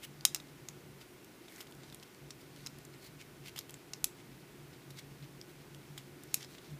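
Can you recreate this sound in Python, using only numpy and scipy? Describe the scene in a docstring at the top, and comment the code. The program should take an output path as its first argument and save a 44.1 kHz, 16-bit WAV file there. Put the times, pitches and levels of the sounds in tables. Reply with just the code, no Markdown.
"""In a quiet kitchen, a swivel peeler shaves the stem of a mushroom held over a wooden board.
The loose steel blade clacks and ticks in its plastic frame. Between the ticks its edge rasps
softly through the skin, snapping tiny fibres, and fingers crackle faintly on the dry cap.
In the background an appliance hums and its fan pushes air."""
import sys
import numpy as np
from scipy import signal
from scipy.fft import rfft, irfft
from scipy.io import wavfile

SR = 44100
rng = np.random.default_rng(int(sys.argv[2]) if len(sys.argv) > 2 else 0)


def dump_mix(stems):
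    """Bounce the given channels to the path in sys.argv[1] as a 16-bit WAV at rate SR."""
    frames = np.atleast_2d(stems).T  # one column per channel
    limited = np.clip(frames, -1, 1)  # hard clip at full scale
    pcm = np.round(limited * 32767).astype(np.int16)
    wavfile.write(sys.argv[1], SR, pcm)


N = 299439
TIME = np.arange(N) / SR
TREBLE_EDGE_HZ = 8000   # where the blade's middle range ends and its treble begins

# Steady tones of the appliance's motor: pitch_hz, level_db
MOTOR_TONES = [(45.8, -87), (119.8, -71.5), (273.2, -71.5), (296.8, -101), (360.0, -70), (419.9, -75.5),
               (482.5, -84)]
# Slow rise and fall of the appliance's low drone: time_s, level_db
DRONE_LEVELS = [(0.0, -58), (0.11, -59.5), (0.99, -61), (1.1, -67), (1.52, -80), (1.68, -61), (1.86, -52.5),
                (2.1, -69.5), (2.25, -58.5), (3.82, -62), (5.3, -57.5), (5.85, -56), (6.11, -59.5),
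                (6.22, -69), (6.28, -57), (6.66, -66.5), (6.74, -47), (6.79, -55)]
# Strength of the fan's rush from low to high: pitch_hz, level_db_per_hz
AIR_SPECTRUM = [(15, -115), (45, -90.5), (100, -88.5), (170, -83), (230, -85.5), (350, -81.5), (500, -92),
                (700, -94), (1200, -97), (1500, -97.5), (2300, -97.5), (3000, -101), (7000, -106.5),
                (15000, -108)]
# Resonances (pitches that ring) of the fan's duct: pitch_hz, width_before_narrowing_hz, gain_db
DUCT_RESONANCES = [(1473, 63, 13), (2110, 120, 3.5), (3046, 200, -11.5)]
# Single fibres of skin that snap: start_s, level_db, pitch_hz
FIBRE_SNAPS = [(1.5614, -57.5, 5500), (1.582, -57, 2200), (1.712, -64, 10500), (1.7505, -63, 7500),
               (1.9, -60, 3800), (1.9987, -61, 4630), (2.147, -62, 5460), (2.562, -60, 5500),
               (3.473, -56.5, 2800), (3.482, -58, 3000), (3.494, -57, 2900), (3.61, -57, 3800)]
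# Strokes through the skin: middle_s, half_length_s, level_db, treble_gain_db, ring_pitch_hz
PEELING_STROKES = [(0.042, .0099, -48, -2, 3000), (1.015, .011, -62, -3, 4720),
                   (1.51, 0.02, -66.5, -1, 2100), (1.588, 0.036, -59.5, 0, 2050),
                   (1.862, 0.048, -64.5, -18, 3900), (2.02, 0.047, -76, -15, 2200),
                   (2.416, 0.0056, -57.5, -4, 4500), (2.625, 0.051, -62.5, -7, 4340),
                   (2.942, 0.0076, -61.5, -13, 4220), (3.053, 0.022, -57, -2.5, 4340),
                   (3.212, 0.013, -54, -11, 2500), (3.474, 0.016, -52.5, -6, 2810),
                   (3.582, 0.01, -49, -6, 3150), (4.194, .02, -63.5, -12, 3000),
                   (4.987, 0.012, -52.5, -7, 3860), (5.5, .015, -65.5, -3, 3000),
                   (5.99, 0.018, -60.5, -12, 3000), (6.365, 0.05, -60, -7, 5500),
                   (6.431, 0.016, -56, -15, 3300), (6.527, 0.026, -62.5, -4, 4050),
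                   (6.674, 0.064, -65, -7, 3800)]
# Resonances of the blade while the flesh damps it: pitch_hz, width_hz, gain_db
DAMPED_BLADE_RESONANCES = [(1170, 490, -23), (2200, 410, 23), (3120, 5000, 24), (6100, 1200, -1.5)]
# Resonances of the free steel blade: pitch_hz, width_hz, gain_db
BLADE_RESONANCES = [(2680, 320, 6), (3470, 860, 4.5), (4010, 200, -4.5), (5080, 820, 3), (6330, 880, -5.5),
                    (7420, 500, -1), (9100, 516, -4), (10020, 1200, -1), (12200, 910, 5.5),
                    (13900, 700, -3)]
# Resonances of the plastic frame: pitch_hz, width_hz, gain_db
FRAME_RESONANCES = [(700, 290, -3), (1280, 290, 0), (2100, 300, 4)]
# Knocks of the loose blade: start_s, level_db, treble_gain_db, decay_s, ring_pitch_hz
BLADE_KNOCKS = [(0.0325, -55, -7, .0025, 2980), (0.2084, -54, -12, .0014, 5200),
                (0.2511, -23.5, -1, 0.0022, 6760), (0.3463, -35.5, -3, .0011, 7060),
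                (0.3501, -47, -2, 0.0021, 5000), (0.3597, -48, -6, .004, 4900),
                (0.3995, -52.5, -16, 0.0028, 3500), (0.6859, -46, -5, 0.0016, 6100),
                (1.245, -64, 1, .001, 13500), (1.6047, -49, -6, .0045, 3000), (1.611, -56, -2, .001, 6000),
                (1.7228, -59, -6, 0.001, 3000), (1.9248, -56, -7, 0.0024, 3300),
                (1.945, -56.5, 2.5, 0.0015, 9230), (2.0328, -59, -6, .00085, 4000),
                (2.3054, -48.5, -10, 0.0029, 5400), (2.6624, -43.5, -17, 0.0019, 5500),
                (2.6695, -46, -6, 0.0014, 3900), (2.7856, -65, 4, 0.0011, 13000),
                (2.85, -62, 4, 0.0021, 7000), (3.2123, -56.5, -15, 0.0018, 2450),
                (3.56, -51, -6, .0059, 2980), (3.5803, -50, -14, 0.0019, 3700),
                (3.5885, -43.5, -1, 0.0022, 5170), (3.694, -54.5, -3, 0.0026, 3300),
                (3.7069, -61, 4, .0006, 11000), (3.741, -53, -6, 0.0016, 7600),
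                (3.9339, -41.5, -14, 0.0018, 5200), (4.042, -33, 3.5, 0.0018, 10000),
                (4.9043, -57.5, -2, 0.0046, 4300), (4.9882, -53.5, -14, 0.003, 5160),
                (5.2248, -62.5, -17, 0.0017, 3680), (5.4134, -50.5, -15, .0007, 5300),
                (5.7465, -57, -7, 0.00087, 2900), (5.9771, -47.5, -6, 0.0039, 3220),
                (6.2354, -63, 6.5, 0.0016, 10000), (6.3418, -34, 5, .0019, 7400),
                (6.4278, -49.5, -15, 0.0022, 3260), (6.4454, -53, -17, 0.0024, 4700)]


def from_db(db):
    """Turn decibels into a number to multiply a sound by."""
    return 10 ** (np.asarray(db) / 20)


def rms_one(x):
    """Scale a sound so that its average strength (rms) is 1."""
    return x / np.sqrt(np.mean(x ** 2) + 1e-20)


def butter(x, hz, kind, order=4):
    """Keep the lows, the highs or a band of a sound."""
    return signal.sosfilt(signal.butter(order, hz, kind, fs=SR, output="sos"), x + 1e-18)


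def drift(rate_hz):
    """A smooth random wobble of strength 1, mostly slower than rate_hz."""
    hz = np.fft.rfftfreq(N, 1 / SR)
    return rms_one(irfft(rfft(rng.standard_normal(N)) / (1 + (hz / rate_hz) ** 2), N))


def resonance(x, hz, width_hz):
    """Ring at one pitch; the narrower the width, the longer the ring."""
    r = np.exp(-np.pi * width_hz / SR)
    feedback = [1, -2 * r * np.cos(2 * np.pi * hz / SR), r * r]
    return signal.lfilter(np.array([1, 0, -1]) * (1 - r * r) / 2, feedback, x + 1e-18)


def ringing(force, resonances, direct_db):
    """A force is heard directly and through the resonances that it sets ringing."""
    rings = sum(from_db(db) * resonance(force, hz, width) for hz, width, db in resonances)
    return from_db(direct_db) * force + rings


def snaps(per_s, spread_db):
    """Clicks of uneven size at random moments."""
    sizes = from_db(spread_db * np.minimum(rng.exponential(1, N), 4)) * rng.choice([-1, 1], N)
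    return sizes * (rng.random(N) < per_s / SR)


def add(out, start_s, sound):
    """Mix a short sound in at its moment."""
    at = int(start_s * SR)
    out[at:at + len(sound)] += sound[:N - at]


def drone_level(throb_hz=8.1):
    """The drone's level in dB: a slow swell with an uneven throb on it."""
    throb = np.abs(1 + drift(throb_hz) + 1j * drift(throb_hz))
    return np.interp(TIME, *np.transpose(DRONE_LEVELS)) + 20 * np.log10(rms_one(throb) + 1e-6)


def appliance(drone_db, drone_hz=141.7, waver_hz=4.175):
    """A motor hums with steady tones and a low drone that wavers in pitch and strength."""
    tones = sum(from_db(db) * np.sin(2 * np.pi * (hz * TIME + rng.random()) + 0.56 * drift(1))
                for hz, db in MOTOR_TONES)
    drone_phase = 2 * np.pi * np.cumsum(drone_hz + waver_hz * drift(7.32)) / SR
    return np.sqrt(2) * (tones + from_db(drone_db) * np.sin(drone_phase))


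def fan_air(drone_db, follow_share=0.44, rumble_hz=190):
    """The fan's rush thins to a fine hiss at the top; its rumble rises and falls with the drone."""
    hz = np.fft.rfftfreq(N, 1 / SR) + 1
    table_hz, table_db = np.transpose(AIR_SPECTRUM)
    shape = from_db(np.interp(np.log(hz), np.log(table_hz), table_db))
    spectrum = rfft(rng.standard_normal(N)) * shape * np.sqrt(SR / 2)
    low_share = 1 / (1 + (hz / rumble_hz) ** 6)
    swell = from_db(follow_share * (drone_db - np.mean(drone_db)))
    return irfft(spectrum * (1 - low_share), N) + swell * irfft(spectrum * low_share, N)


def duct(level_db=-75.5, narrowing=0.22):
    """The rushing air rings faintly in the fan's duct."""
    rush = rng.standard_normal(N)
    rings = sum(from_db(db) * resonance(rush, hz, narrowing * width) for hz, width, db in DUCT_RESONANCES)
    return from_db(level_db) * rms_one(rings)


def kitchen_echo(x, fade_s=0.17, tail_db=-18, echo_s=0.0099, echo_db=-22):
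    """Sound bounces once off the worktop, then dies away quickly in the room."""
    t = TIME[:SR // 3]
    tail = butter(rng.standard_normal(len(t)), 9000, "low", order=1)
    tail *= from_db(-60 * t / fade_s) * (1 - np.exp(-t / 0.0061))
    response = from_db(tail_db) * tail / np.sqrt(np.sum(tail ** 2))
    response[int(echo_s * SR)] += from_db(echo_db)
    return x + signal.fftconvolve(x, response)[:N]


def fingers(level_db=-74):
    """Fingers shift on the dry cap with a faint crackle that comes in clumps."""
    crackle = snaps(per_s=570, spread_db=-0.5) * from_db(5.8 * drift(10.4))
    return from_db(level_db) * rms_one(butter(crackle, [1800, 5500], "band", order=2))


def fibre_snaps(decay_s=0.00092, width_share=0.39):
    """Single fibres of skin break, each with a tiny dry crack."""
    out, t = np.zeros(N), TIME[:SR // 100]
    for start_s, db, hz in FIBRE_SNAPS:
        crack = butter(rng.standard_normal(len(t)) * np.exp(-t / decay_s), 1300, "high", order=2)
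        add(out, start_s, from_db(db) * rms_one(resonance(crack, hz, width_share * hz)))
    return out


def pressure(middle_s, half_length_s, swell=2.6, release=6):
    """A stroke builds as the edge digs in and ends quickly as the strip comes free."""
    away = (TIME - middle_s) / half_length_s
    return 1 / (1 + .5 * np.abs(away) ** np.where(away < 0, swell, release))


def shaving(firm_stroke_db=-53):
    """The edge rasps through thousands of fibres a second; each stroke rings at its own pitch."""
    grip = from_db(2.3 * drift(220))   # the edge catches and slips, so fibres break in clumps
    cutting = grip * snaps(per_s=3300, spread_db=1.5)
    blade = ringing(cutting, DAMPED_BLADE_RESONANCES, direct_db=-49)
    rasp = rms_one(butter(blade, [600, TREBLE_EDGE_HZ], "band", order=3))
    hiss = rms_one(butter(cutting, TREBLE_EDGE_HZ, "high", order=2))
    out = np.zeros(N)
    for middle_s, half_length_s, db, treble_db, ring_hz in PEELING_STROKES:
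        ring_db = 5 + .5 * (db - firm_stroke_db)   # pressed harder, the edge rings more
        ring = from_db(ring_db) * resonance(rasp, ring_hz, width_hz=450)
        stroke = rms_one(rasp + ring) + from_db(treble_db) * hiss
        out += from_db(db) * pressure(middle_s, half_length_s) * stroke
    return out


def light_touches(idle_per_s=.4, cutting_per_s=7, level_db=-58.5, spread_db=2.5):
    """The loose blade ticks faintly at random, more often as it cuts; gives rows like BLADE_KNOCKS."""
    treble_db, decay_s, ring_hz = -17, 0.0044, 3040
    cutting = sum(pressure(middle_s, half_length_s) for middle_s, half_length_s, *_ in PEELING_STROKES)
    starts = TIME[rng.random(N) < (idle_per_s + cutting_per_s * cutting) / SR]
    return [(s, level_db - spread_db * rng.standard_normal(), treble_db, decay_s, ring_hz) for s in starts]


def frame_knock(t, push_s=0.000098):
    """The landing blade gives the plastic frame one short push, heard as a low knock."""
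    push = np.exp(-t / push_s)
    frame = sum((-1) ** k * from_db(db) * resonance(push, hz, width)
                for k, (hz, width, db) in enumerate(FRAME_RESONANCES))
    return rms_one(butter(frame, 500, "high", order=3))


def landing_force(t, decay_s, rise_s=0.0021, strike_s=0.00084, strike_width_s=0.00032):
    """The blade lands with one sharp strike and chatters for a few milliseconds."""
    noise = rng.standard_normal(len(t))
    touches = noise * np.abs(noise)   # a few hard touches among many light ones
    strike = from_db(-9) * np.exp(-((t - strike_s) / strike_width_s) ** 2)
    chatter = np.exp(-t / decay_s) * (1 - np.exp(-t / rise_s))
    return touches * (strike + chatter)


def blade_knock(level_db, treble_db, decay_s, ring_hz, usual_db=-46.5, usual_decay_s=0.0016):
    """One knock sets the steel blade and the plastic frame ringing together."""
    t = TIME[:int(.04 * SR)]
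    strength_db = level_db - usual_db
    # a long, soft contact thuds; a short or strong one snaps with little bass
    bass_db = -12.5 - 0.1839 * strength_db + 4 * np.log2(decay_s / usual_decay_s)
    # the spot that is hit favours one pitch, less so for strong blows
    ring_db = 5 - 0.75 * max(strength_db, 0)
    blade = ringing(landing_force(t, decay_s), BLADE_RESONANCES, direct_db=2)
    blade += from_db(ring_db) * resonance(blade, ring_hz, 0.29 * ring_hz)
    bass = from_db(bass_db) * frame_knock(t)
    middle = rms_one(butter(blade, [2650, TREBLE_EDGE_HZ], "band"))
    treble = from_db(treble_db) * rms_one(butter(blade, TREBLE_EDGE_HZ, "high"))
    # halving gives these 40 ms the energy of 10 ms at full strength
    return .5 * from_db(level_db) * (bass + middle + treble)


def blade_ticks(knocks):
    """The loose blade knocks against its frame or the stem at each listed moment."""
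    out = np.zeros(N)
    for start_s, level_db, treble_db, decay_s, ring_hz in knocks:
        add(out, start_s, blade_knock(level_db, treble_db, decay_s, ring_hz))
    return out


def scene():
    """The appliance in the background and the peeling close by, in one channel."""
    drone_db = drone_level()
    background = appliance(drone_db) + fan_air(drone_db) + duct()
    peeling = shaving() + fingers() + fibre_snaps()
    ticks = blade_ticks(BLADE_KNOCKS) + blade_ticks(light_touches())
    return (background + kitchen_echo(peeling + ticks))[None]


def record(dry, cutoff_hz=15300):
    """The very highest treble is cut off steeply."""
    return signal.sosfilt(signal.ellip(10, .2, 70, cutoff_hz, fs=SR, output="sos"), dry)


dry = scene()
out = record(dry)
dump_mix(out)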